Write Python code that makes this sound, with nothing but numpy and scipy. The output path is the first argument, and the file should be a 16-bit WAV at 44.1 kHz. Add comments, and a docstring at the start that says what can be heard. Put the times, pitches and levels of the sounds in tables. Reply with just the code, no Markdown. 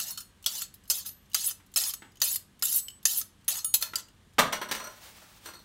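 """A scrape along a steel kitchen knife, over a quiet kitchen's air and hum: a small hand sharpener is flicked
along the blade. It lands with a click, scrapes towards the tip and leaves the blade ringing; then it rattles,
drops to the tiled floor, bounces and is picked up. Noise pushes and blows drive moving blade modes; decaying
sines ring on; thuds and noise-driven tool modes make the fall; a short noise tail makes the echo."""
import sys
import numpy as np
from scipy import signal
from scipy.fft import rfft, irfft, next_fast_len
from scipy.io import wavfile
from scipy.ndimage import map_coordinates

SR = 44100
rng = np.random.default_rng(int(sys.argv[2]) if len(sys.argv) > 2 else 0)


def persist_wave(psi):
    """Save psi, clipped to +-1, as 16-bit WAV."""
    counts = np.round(np.clip(psi, -1, 1) * 32767).astype(np.int16)
    wavfile.write(sys.argv[1], SR, np.atleast_2d(counts).T)


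N = 248917
TIME_S = np.arange(N) / SR

# All levels and shares are relative unless a column says otherwise.
# Air colour: freq_hz, density_db
AIR_COLOUR = [(12, -38), (20, -13), (77, -0.5), (210, -6), (293, -10.5), (642, -20.5), (1260, -17.5),
              (1370, -23), (1570, -17.5), (2320, -23), (3160, -20), (4940, -27.5), (9670, -28.5),
              (16000, -40)]
# Appliance hum partials: freq_hz, level_db
HUM_PARTIALS = [(48.4, -73.5), (96.9, -74), (199.2, -74.5)]
# Echo decay: freq_hz, t60_s
ECHO_DECAY = [(200, .5), (2000, 0.3), (8000, 0.24), (15000, 0.17)]
# Treble dip of the whole sound: centre_hz, width_hz, dip_db
TREBLE_DIP = (10400, 330, -6)
# Clothes while bending down: time_s, level_db
RUSTLE_LEVEL = [(4.75, -30), (4.784, -51.5), (4.994, -53), (5.022, -48.5), (5.406, -56.5), (5.448, -51.5),
                (5.462, -42.5), (5.528, -54.5), (5.538, -62), (5.64, -60.5)]
# Cloth colour: freq_hz, density_db
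CLOTH_COLOUR = [(180, -52), (300, -9), (870, -2.5), (946, -3), (4160, -5), (14200, -12), (16000, -7.5)]
# Dull bumps near the cutting board: start_s, level_db, top_share_db, fall_db_per_ms
BOARD_BUMPS = [(2.021, -31, -20.5, 1.5), (1.6, -46.5, -20, 1.0), (2.048, -44, 0.5, 1.2)]
# Loose tool on blade, tiles and in the hand: start_s, level_db, top_share_db, fall_db_per_ms, insert_share_db
TOOL_KNOCKS = [(3.825, -26.5, 23.5, 2, -27.5), (3.934, -29.5, 7, 1.4, -37), (4.383, -7.5, -18, 1.34, -44),
               (4.389, -5, 4.5, 0.91, -31), (4.523, -28.5, 11.5, 0.5, -27.5),
               (4.527, -20.5, -5.5, 0.95, -20.5), (4.614, -24.5, -4, 0.5, -23.5),
               (4.687, -34.5, -4, 0.5, -16.5), (4.712, -18.5, 12, 0.77, -26.5),
               (4.76, -37.5, -2.5, 0.2, -14.5), (4.799, -32.5, -20, 1, -37), (4.84, -41.5, -16, 0.5, -14),
               (4.871, -30.5, -20, 2.1, -25), (5.219, -45.5, -25, 0.9, -22), (5.458, -33, -13, 0.8, -15.5),
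               (5.487, -36, -10, 1, -22), (5.535, -42, -13, 0.47, -14), (5.591, -59, -8.5, 1.5, -4)]
# Resonances of the tool, handle low and metal insert high: freq_hz, width_hz, level_db
TOOL_MODES = [(613, 33.4, -6.5), (1016, 53, -8), (1357, 140, -4.5), (3750, 46, -19), (4260, 123, -11),
              (5850, 102, -11), (8200, 330, -15), (8800, 196, -21.5), (11950, 100, -16)]
# Thud colour: freq_hz, density_db
THUD_COLOUR = [(71, -44), (130, -19.5), (200, -3.5), (320, -1.5), (420, -5.5), (656, -16), (805, -0.5),
               (1260, -1), (1860, -0.5), (2530, -7), (3310, -6.5), (4780, -18.5), (13000, -26),
               (16000, -27)]
# Free blade modes, in five sets that ring together: freq_hz, level_db, t60_s, set_index
FREE_MODES = [(2950, -26, .15, 0), (3690, -24, .2, 0), (5200, -25, .15, 0), (1303, -22, .2, 0),
              (6750, -16, .5, 0), (9275, 0, .22, 0), (6296, -12, .17, 1), (12140, 0, .27, 1),
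              (13730, -8, .18, 1), (15430, -8, .17, 1), (7967, 0, .6, 2), (11055, 0, .14, 3),
              (15160, -8, .12, 3), (4310, 0, .3, 4)]
# Usual balance of the five sets: level_db
SET_LEVELS_DB = [-6, -4, -15, 2, -8.5]
# Blade let free: start_s, touched_s, level_db, best_mode_hz, second_mode_hz, lead_db
FREE_RINGS = [(0, .115, -46, 11055, 4310, 12), (0.106, 0.18, -49, 4310, 11055, 15.5),
              (0.179, 0.307, -43, 9275, 4310, 4), (0.617, 0.739, -56, 9275, 7967, 7),
              (0.892, 1.059, -50, 9275, 4310, 2), (1.061, 1.306, -49.5, 12140, 11055, 14.5),
              (1.493, 1.697, -50.5, 9275, 7967, 6), (1.934, 2.114, -45, 7967, 9275, 10),
              (2.345, 2.497, -54, 12140, 7967, 5), (2.767, 2.99, -38, 7967, 12140, 13.5),
              (3.204, 3.4, -58, 11055, 9275, 12), (3.48, 3.645, -40.5, 11055, 12140, 18),
              (3.645, 3.735, -39, 9275, 11055, 17), (3.735, 3.824, -50, 9275, 7967, 7),
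              (3.821, 3.94, -45.5, 4310, 12140, 16.5)]
# Scrapes: start_s, length_s, start_db, end_db, bite_db, low_share_db, top_share_db, swell_db, release_db_per_s
SCRAPES = [(0.0, 0.11, -36, -36.5, 14, -16, -3.5, 2.5, 300), (.475, 0.15, -35, -33, 1, -21, -2, -3, 500),
           (0.91, 0.086, -35, -34.5, 16.5, -21, -1.5, 7.5, 350),
           (1.058, 0.029, -36, -47, 1.5, -14.5, -5, -3, 350),
           (1.355, 0.14, -29, -33, -8, -28.5, -2, 14.5, 406),
           (1.772, .13, -25, -33.5, 6, -18.5, 0.5, 2.5, 500),
           (2.23, 0.12, -27, -33.5, -1.5, -33, 4.5, 2, 900), (2.638, 0.15, -30, -30.5, 4, -27, 5, 9, 702),
           (3.065, 0.14, -27.5, -34.5, -2.5, -25.5, 2.5, 11.5, 900),
           (3.491, 0.097, -30.5, -33, 0.5, -14, -2, 3, 332), (3.816, 0.021, -33, -37.5, 0, -13, 4, -1, 330),
           (3.966, 0.02, -39, -37, 0, -12, -4, -6, 400)]
# Blows of tool on blade: start_s, level_db, low_share_db, fall_db_per_ms, ping_hz
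BLADE_CLICKS = [(0.175, -17.5, -11, 0.8, 4370), (0.2039, -24.5, -12, 0.84, 9280),
                (0.4615, -1, -14, 1.2, 3335), (0.619, -11, -7, 3.1, 7840), (0.8999, -1.5, -40, 2.3, 5182),
                (1.0601, -27, -14, 0.6, 11800), (1.0895, -19, -30, 4, 11900), (1.3449, 0, -7.5, 1, 4860),
                (1.4435, -6, -37, 17, 8400), (1.5095, -18.5, -4, 2, 9680), (1.7605, -1, -11, 2.5, 5210),
                (1.8373, -9, -20, 3, 5280), (1.8826, -15, -35, 9, 13050), (1.9373, -11.5, -11, 2, 11710),
                (2.2169, -0.5, -8.5, 1.1, 4810), (2.3583, -6, -17.5, 2, 12200),
                (2.6239, -4, -1.5, 1.7, 5120), (2.6529, -3, -38.5, 11, 7650),
                (2.8835, -14, -32.5, 3.5, 3018), (3.0537, 1.5, -11.5, 1.3, 6360),
                (3.2128, -13.5, -10.5, 1.5, 6270), (3.4802, -6, -10, 1.36, 11050),
                (3.6462, -5, -28.5, 4.5, 9000), (3.7403, -0.5, -36, 0.8, 11060),
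                (3.8244, -4, -26, 1.5, 4310), (3.9568, -4, -23.5, 2, 4792), (3.9835, -22.5, -33, 2, 11500)]
# Faint grazes as the tool comes in or swings away: start_s, level_db, ping_hz
FAINT_GRAZES = [(.3694, -54, 2840), (0.426, -34.5, 8150), (0.442, -25.5, 2987), (0.7404, -30, 11600),
                (.7561, -47, 3170), (.8375, -43, 7900), (.855, -41.5, 2970), (0.877, -34.5, 11300),
                (1.257, -47, 5940), (1.299, -43.5, 11900), (1.3164, -35.5, 2880), (1.3336, -24, 4000),
                (1.663, -45, 11800), (1.7164, -45, 11800), (1.7394, -25, 7450), (2.1186, -43, 4900),
                (2.156, -38.5, 3000), (2.171, -35.5, 3090), (2.202, -24, 7100), (2.5931, -37, 11800),
                (2.612, -40.5, 2170), (2.902, -30, 2930), (3.0292, -35, 11660), (3.411, -49, 3140),
                (3.4441, -42.5, 7050), (4.0845, -38, 2850), (4.335, -47, 10000)]
# Shape shared by the grazes: low_share_db, fall_db_per_ms
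GRAZE_SHAPE = (-28.5, 1.3)
# First instant of a click: freq_hz, density_db
CRACK_COLOUR = [(200, -35.5), (500, -8), (1500, -13), (4000, 2), (9000, 1), (16000, 1)]
# Blade modes damped by the tool: freq_hz, width_hz (capped in use), level_db
HELD_MODES = [(600.6, 17, -22), (2653, 100, -17), (1337, 390, -10), (1775, 246, -10.5), (3031, 390, -11),
              (3530, 190, -11), (3908, 250, -10), (4330, 30, -8.5), (4802, 80, -10), (5173, 94, -6.5),
              (5920, 240, -6.5), (6440, 53, -5), (6990, 180, -4.5), (7640, 43, -5.5), (8416, 330, -7.5),
              (9140, 270, -9.5), (9750, 310, -7.5), (11060, 240, -2.5), (11680, 170, -7.5),
              (12930, 110, -4.5), (13530, 140, -15.5), (14550, 150, -7), (14650, 170, -21),
              (14290, 200, -14.5)]
# Favoured band, climbing as the overhang shrinks: heel_hz, climb_octaves, width_octaves, gain_db
FOCUS_BAND = (3250, 3.5, 0.24, 4.5)
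# Blade between tool and tip: heel_hz, tip_hz, width_hz, level_db
OVERHANG_MODE = (606, 1346, 74.5, -14.5)
# Rasp between the modes: freq_hz, density_db
GRIT_COLOUR = [(290, -71.5), (500, -39.5), (784, -17), (1840, -13), (3020, -5.5), (6330, -1.5),
               (10400, -10), (12900, -6.5), (16000, 0.5)]

AIR_DB = -61.5
FALL_HZ, FALL_DB_PER_HZ, TOP_HZ = 15750, 0.09, 16850
HANDLE_DB, HANDLE_DB_PER_DB = -29.5, 0.8  # handle drive for a 0 dB knock; growth per dB of knock
SECOND_SHARE = 0.67  # second set's share of the lead
BITE_S, SWELL_BEFORE_S, SWELL_S = 0.016, 0.02, .018  # landing decay; top swell ahead of the scrape's end
LOW_SAG_DB = 3  # heel to tip
TOP_EXTRA_RELEASE = .4  # the top lets go faster by this share
PING_DB, PING_T60_S = -11.5, .022  # level re the blow's
TOP_DB_PER_OCTAVE, EVEN_HZ = 6, 7500  # a blow that pings high is bright all through
RATTLE_S = 3.71  # from here the tool rattles in place
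HELD_WIDTH_MAX_HZ = 160


def amp(db):
    """Gain of a level in dB."""
    return 10 ** (np.asarray(db) / 20)


def unit(x):
    """Scaled to rms 1."""
    return x / np.sqrt(np.mean(x ** 2) + 1e-20)


def along(points, hz):
    """Interpolate (freq_hz, value) points on a log frequency axis."""
    point_hz, values = np.transpose(points)
    return np.interp(np.log(hz + 1), np.log(point_hz + 1), values)


def wobble(knots_per_s):
    """Smooth random curve of rms 1."""
    knots = rng.standard_normal(int(N * knots_per_s / SR) + 4)
    return unit(map_coordinates(knots, [TIME_S * knots_per_s]))


def filtered(x, response):
    """Apply a gain that is a function of freq_hz."""
    size = next_fast_len(x.shape[-1] + 8192)
    spectrum = rfft(x, size) * response(np.fft.rfftfreq(size, 1 / SR))
    return irfft(spectrum, size)[..., :x.shape[-1]]


def highpassed(x, corner_hz, order):
    """Smooth fall below the corner."""
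    return filtered(x, lambda hz: 1 / (1 + (corner_hz / (hz + 1)) ** order))


def hiss(colour):
    """Noise of rms 1 in the given colour."""
    return unit(filtered(rng.standard_normal(N), lambda hz: amp(along(colour, hz))))


def resonate(x, hz, width_hz):
    """Resonance of movable frequency: shift to zero, smooth, shift back; white noise keeps its power."""
    turn = np.exp(2j * np.pi * np.cumsum(hz * np.ones(N)) / SR)
    pole = np.exp(-np.pi * width_hz / SR)
    smooth = signal.lfilter([np.sqrt(2 - 2 * pole * pole)], [1, -pole], x * turn.conj())
    return np.real(turn * smooth)


def burst(start_s, level_db, fall_db_per_ms, rise_s):
    """Envelope of a blow: exponential rise, linear fall in dB."""
    t = np.arange(SR // 3) / SR
    out = np.zeros(N + SR)
    fall = amp(level_db - abs(fall_db_per_ms) * t / .001)
    out[round(start_s * SR):][:len(t)] = fall * (1 - np.exp(-t / rise_s))
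    return out[:N]


def ring(start_s, modes, gains, lasts_s=.5):
    """Free decay of struck modes, stopped by a touch after lasts_s."""
    t = np.arange(SR // 2) / SR
    out = np.zeros(N + len(t))
    tones = 0
    for (hz, level_db, t60_s, *_), gain in zip(modes, gains):
        tones = tones + gain * amp(level_db - 60 * t / t60_s) * np.sin(2 * np.pi * hz * t)
    touch = amp(-3000 * np.maximum(t - lasts_s, 0))
    out[round(start_s * SR):][:len(t)] = tones * touch * (1 - np.exp(-t / 0.00096))
    return out[:N]


def room_tone():
    """Steady coloured air plus appliance hum, sines wavering in level and phase."""
    hum = 0
    for hz, level_db in HUM_PARTIALS:
        level = amp(level_db + 4.5 + 0.92 * wobble(12))
        hum = hum + level * np.sin(2 * np.pi * hz * TIME_S + 0.64 * wobble(19.0))
    return amp(AIR_DB + 0.42 * wobble(1.9)) * hiss(AIR_COLOUR) + hum


def kitchen_echo(x):
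    """Noise tail whose frequencies each die at their own speed; a fresh tail every 0.4 s."""
    out, step = np.zeros(N + 2 * SR), round(.4 * SR)
    for k in range(0, N, step):
        hz, t, bins = signal.stft(rng.standard_normal(SR * 3 // 4), SR, nperseg=256)
        decay = amp(-60 * t / along(ECHO_DECAY, hz)[:, None])
        tail = signal.istft(bins * decay, SR, nperseg=256)[1]
        wet = signal.fftconvolve(x[k:k + step], tail / np.linalg.norm(tail))
        out[k + 200:][:len(wet)] += wet
    return out[:N]


def clothes():
    """Soft rustle: cloth-coloured noise with a slightly lumpy level."""
    time_s, level_db = np.transpose(RUSTLE_LEVEL)
    level_db = np.interp(TIME_S, time_s, level_db - 2, left=-120)
    return amp(level_db + 1.2 * wobble(40)) * hiss(CLOTH_COLOUR)


def thuds(rows):
    """Blows on hard surfaces: a broad thud with a crack on top."""
    low, top = np.zeros((2, N))
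    for start_s, level_db, top_db, fall_db_per_ms, *_ in rows:
        low += burst(start_s, level_db - 8.0, fall_db_per_ms, 0.0013)
        top += burst(start_s, level_db + top_db - 17, 1.16 * fall_db_per_ms, 0.0043)
    thud = hiss(THUD_COLOUR)
    crack = unit(highpassed(thud, 4000, 4))
    return low * thud + top * crack


def dropped_tool():
    """Knocks thud; their chatter rings handle and insert, unevenly as the tool tumbles."""
    chatter = np.zeros((2, N))  # handle, insert
    for start_s, level_db, _, fall_db_per_ms, insert_db in TOOL_KNOCKS:
        drive_db = [[HANDLE_DB + HANDLE_DB_PER_DB * level_db], [level_db + insert_db]]
        chatter += burst(start_s, 0, 0.85 * fall_db_per_ms, 0.00051) * amp(drive_db)
    chatter = chatter * rng.standard_normal(N)
    out = thuds(TOOL_KNOCKS)
    for hz, width_hz, level_db in TOOL_MODES:
        uneven = chatter[int(hz > 2000)] * amp(3.5 * wobble(7))
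        out = out + amp(level_db + 14) * resonate(uneven, hz, width_hz)
    return out


def blade_ring():
    """Free blade: where the tool leaves or strikes decides which sets of modes ring on."""
    modes = np.array(FREE_MODES)
    free_hz, sets = modes[:, 0], modes[:, 3].astype(int)

    def same_set(hz):
        """Mask of the modes in the set of the mode nearest hz."""
        return sets == sets[np.argmin(abs(free_hz - hz))]

    out = np.zeros(N)
    for start_s, touched_s, level_db, best_hz, second_hz, lead_db in FREE_RINGS:
        lead = lead_db * (same_set(best_hz) + SECOND_SHARE * same_set(second_hz))
        scatter_db = rng.normal(0, 2.6, len(FREE_MODES))
        gains = amp(level_db + np.array(SET_LEVELS_DB)[sets] + lead + scatter_db)
        out += ring(start_s, FREE_MODES, gains, touched_s - start_s)
    return out


def scrape(start_s, length_s, start_db, end_db, bite_db, low_db, top_db, swell_db, release_db_per_s):
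    """Push of one scrape on the low, middle and top modes: bite, slide, release."""
    t = TIME_S - start_s
    done = np.clip(t / length_s, 0, 1)
    fade_db = release_db_per_s * np.maximum(t - length_s, 0)
    bite = bite_db * np.exp(-np.maximum(t, 0) / BITE_S)
    level = start_db + (end_db - start_db) * done + bite - fade_db
    swell = swell_db * np.exp(-((t - length_s + SWELL_BEFORE_S) / SWELL_S) ** 2)
    low = level + low_db - LOW_SAG_DB * done + 11
    top = level + top_db + swell - TOP_EXTRA_RELEASE * fade_db + 2.5
    return np.clip(t / 0.011 + 1, 0, 1) * amp([low, level, top])


def held_blade(force, place, travel):
    """Damped modes: the moving contact crosses their nodes and bends their pitch."""
    heel_hz, climb_octaves, width_octaves, gain_db = FOCUS_BAND
    focus_hz = heel_hz * 2 ** (climb_octaves * travel ** 2)
    out = 0
    for hz, width_hz, level_db in HELD_MODES:
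        band = int(hz > 2500) + int(hz > 9000)
        closeness = np.exp(-(np.log2(hz / focus_hz) / width_octaves) ** 2)
        drive = force[band] * amp(gain_db * np.sqrt(travel) * closeness)
        half_waves = .11 * np.sqrt(hz)  # bending waves shorten with the root of frequency
        node = np.sin(np.pi * half_waves * place * .4 + 2 * np.pi * rng.random())
        # the stiff contact raises a mode most at its antinode
        bend = 1 + 0.033 * (node ** 2 - .5) + 0.013 * wobble(30)
        mode = resonate(drive * node, hz * bend, min(width_hz, HELD_WIDTH_MAX_HZ))
        out = out + amp(level_db - 7.0) * mode
    return out


def blade_overhang(force, travel):
    """Low resonance of the blade beyond the tool, rising as the overhang shrinks; off during the rattle."""
    heel_hz, tip_hz, width_hz, level_db = OVERHANG_MODE
    tone = resonate(force, heel_hz * (tip_hz / heel_hz) ** travel, width_hz)
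    return amp(level_db) * np.sqrt(travel) * (TIME_S < RATTLE_S) * tone


def knife():
    """Grit and clicks shake the blade: held modes, overhang, rasp, pings and cracks."""
    push = np.zeros((3, N))  # low, middle, top
    place, travel, pings, snap = np.zeros((4, N))
    for start_s, length_s, *shape in SCRAPES:
        push += scrape(start_s, length_s, *shape)
        place += np.clip((TIME_S - start_s) / 0.2, 0, (length_s + .04) / .2)
        begun = TIME_S > start_s - .02
        travel[begun] = np.clip((TIME_S - start_s) / .16, 0, 1)[begun]
    push *= unit(amp(.8 * wobble(60) + 1.8 * wobble(500)))  # fine uneven grit

    grazes = [(start_s, level_db, *GRAZE_SHAPE, hz) for start_s, level_db, hz in FAINT_GRAZES]
    for start_s, level_db, low_db, fall_db_per_ms, ping_hz in BLADE_CLICKS + grazes:
        top_db = TOP_DB_PER_OCTAVE * np.log2(ping_hz / EVEN_HZ)
        blow = burst(start_s, level_db - 11.5, fall_db_per_ms, 0.001)
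        push += blow * amp([[low_db + 5.0], [0], [top_db]])
        snap += burst(start_s, level_db - 15.0, 3 * fall_db_per_ms, .0001)
        # the mode struck best stands out
        pings += ring(start_s, [(ping_hz, level_db + PING_DB, PING_T60_S)], [1])
        # a hard blow lands somewhere new
        place += rng.random() * (TIME_S > start_s) * (level_db > -12)

    force = push * rng.standard_normal(N)
    grit = hiss(GRIT_COLOUR)
    grit_top = highpassed(grit, 9000, 8)
    rasp = push[1] * (grit - grit_top) + push[2] * grit_top
    blade = held_blade(force, place, travel) + blade_overhang(force[0], travel)
    blade = blade + amp(-11) * rasp + pings + snap * hiss(CRACK_COLOUR)
    return highpassed(blade, 380, 4)  # a thin blade radiates no bass


def scene():
    """Close knife; floor and bumps farther and wetter; clothes and room tone dry."""
    blade = knife() + blade_ring()
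    far = dropped_tool() + thuds(BOARD_BUMPS)
    echo = kitchen_echo(amp(-13.5) * blade + amp(-4.5) * far)
    return (blade + far + echo + clothes() + room_tone())[None]


def record(dry):
    """Treble dip, then a steep fall and a hard cut at the top."""
    centre_hz, width_hz, dip_db = TREBLE_DIP

    def gain(hz):
        """Gain at freq_hz."""
        dip = dip_db * np.exp(-((hz - centre_hz) / width_hz) ** 2)
        fall = FALL_DB_PER_HZ * np.clip(hz - FALL_HZ, 0, None)
        return amp(dip - fall) * (hz < TOP_HZ)

    return filtered(dry, gain)


dry = scene()
out = record(dry)
persist_wave(out)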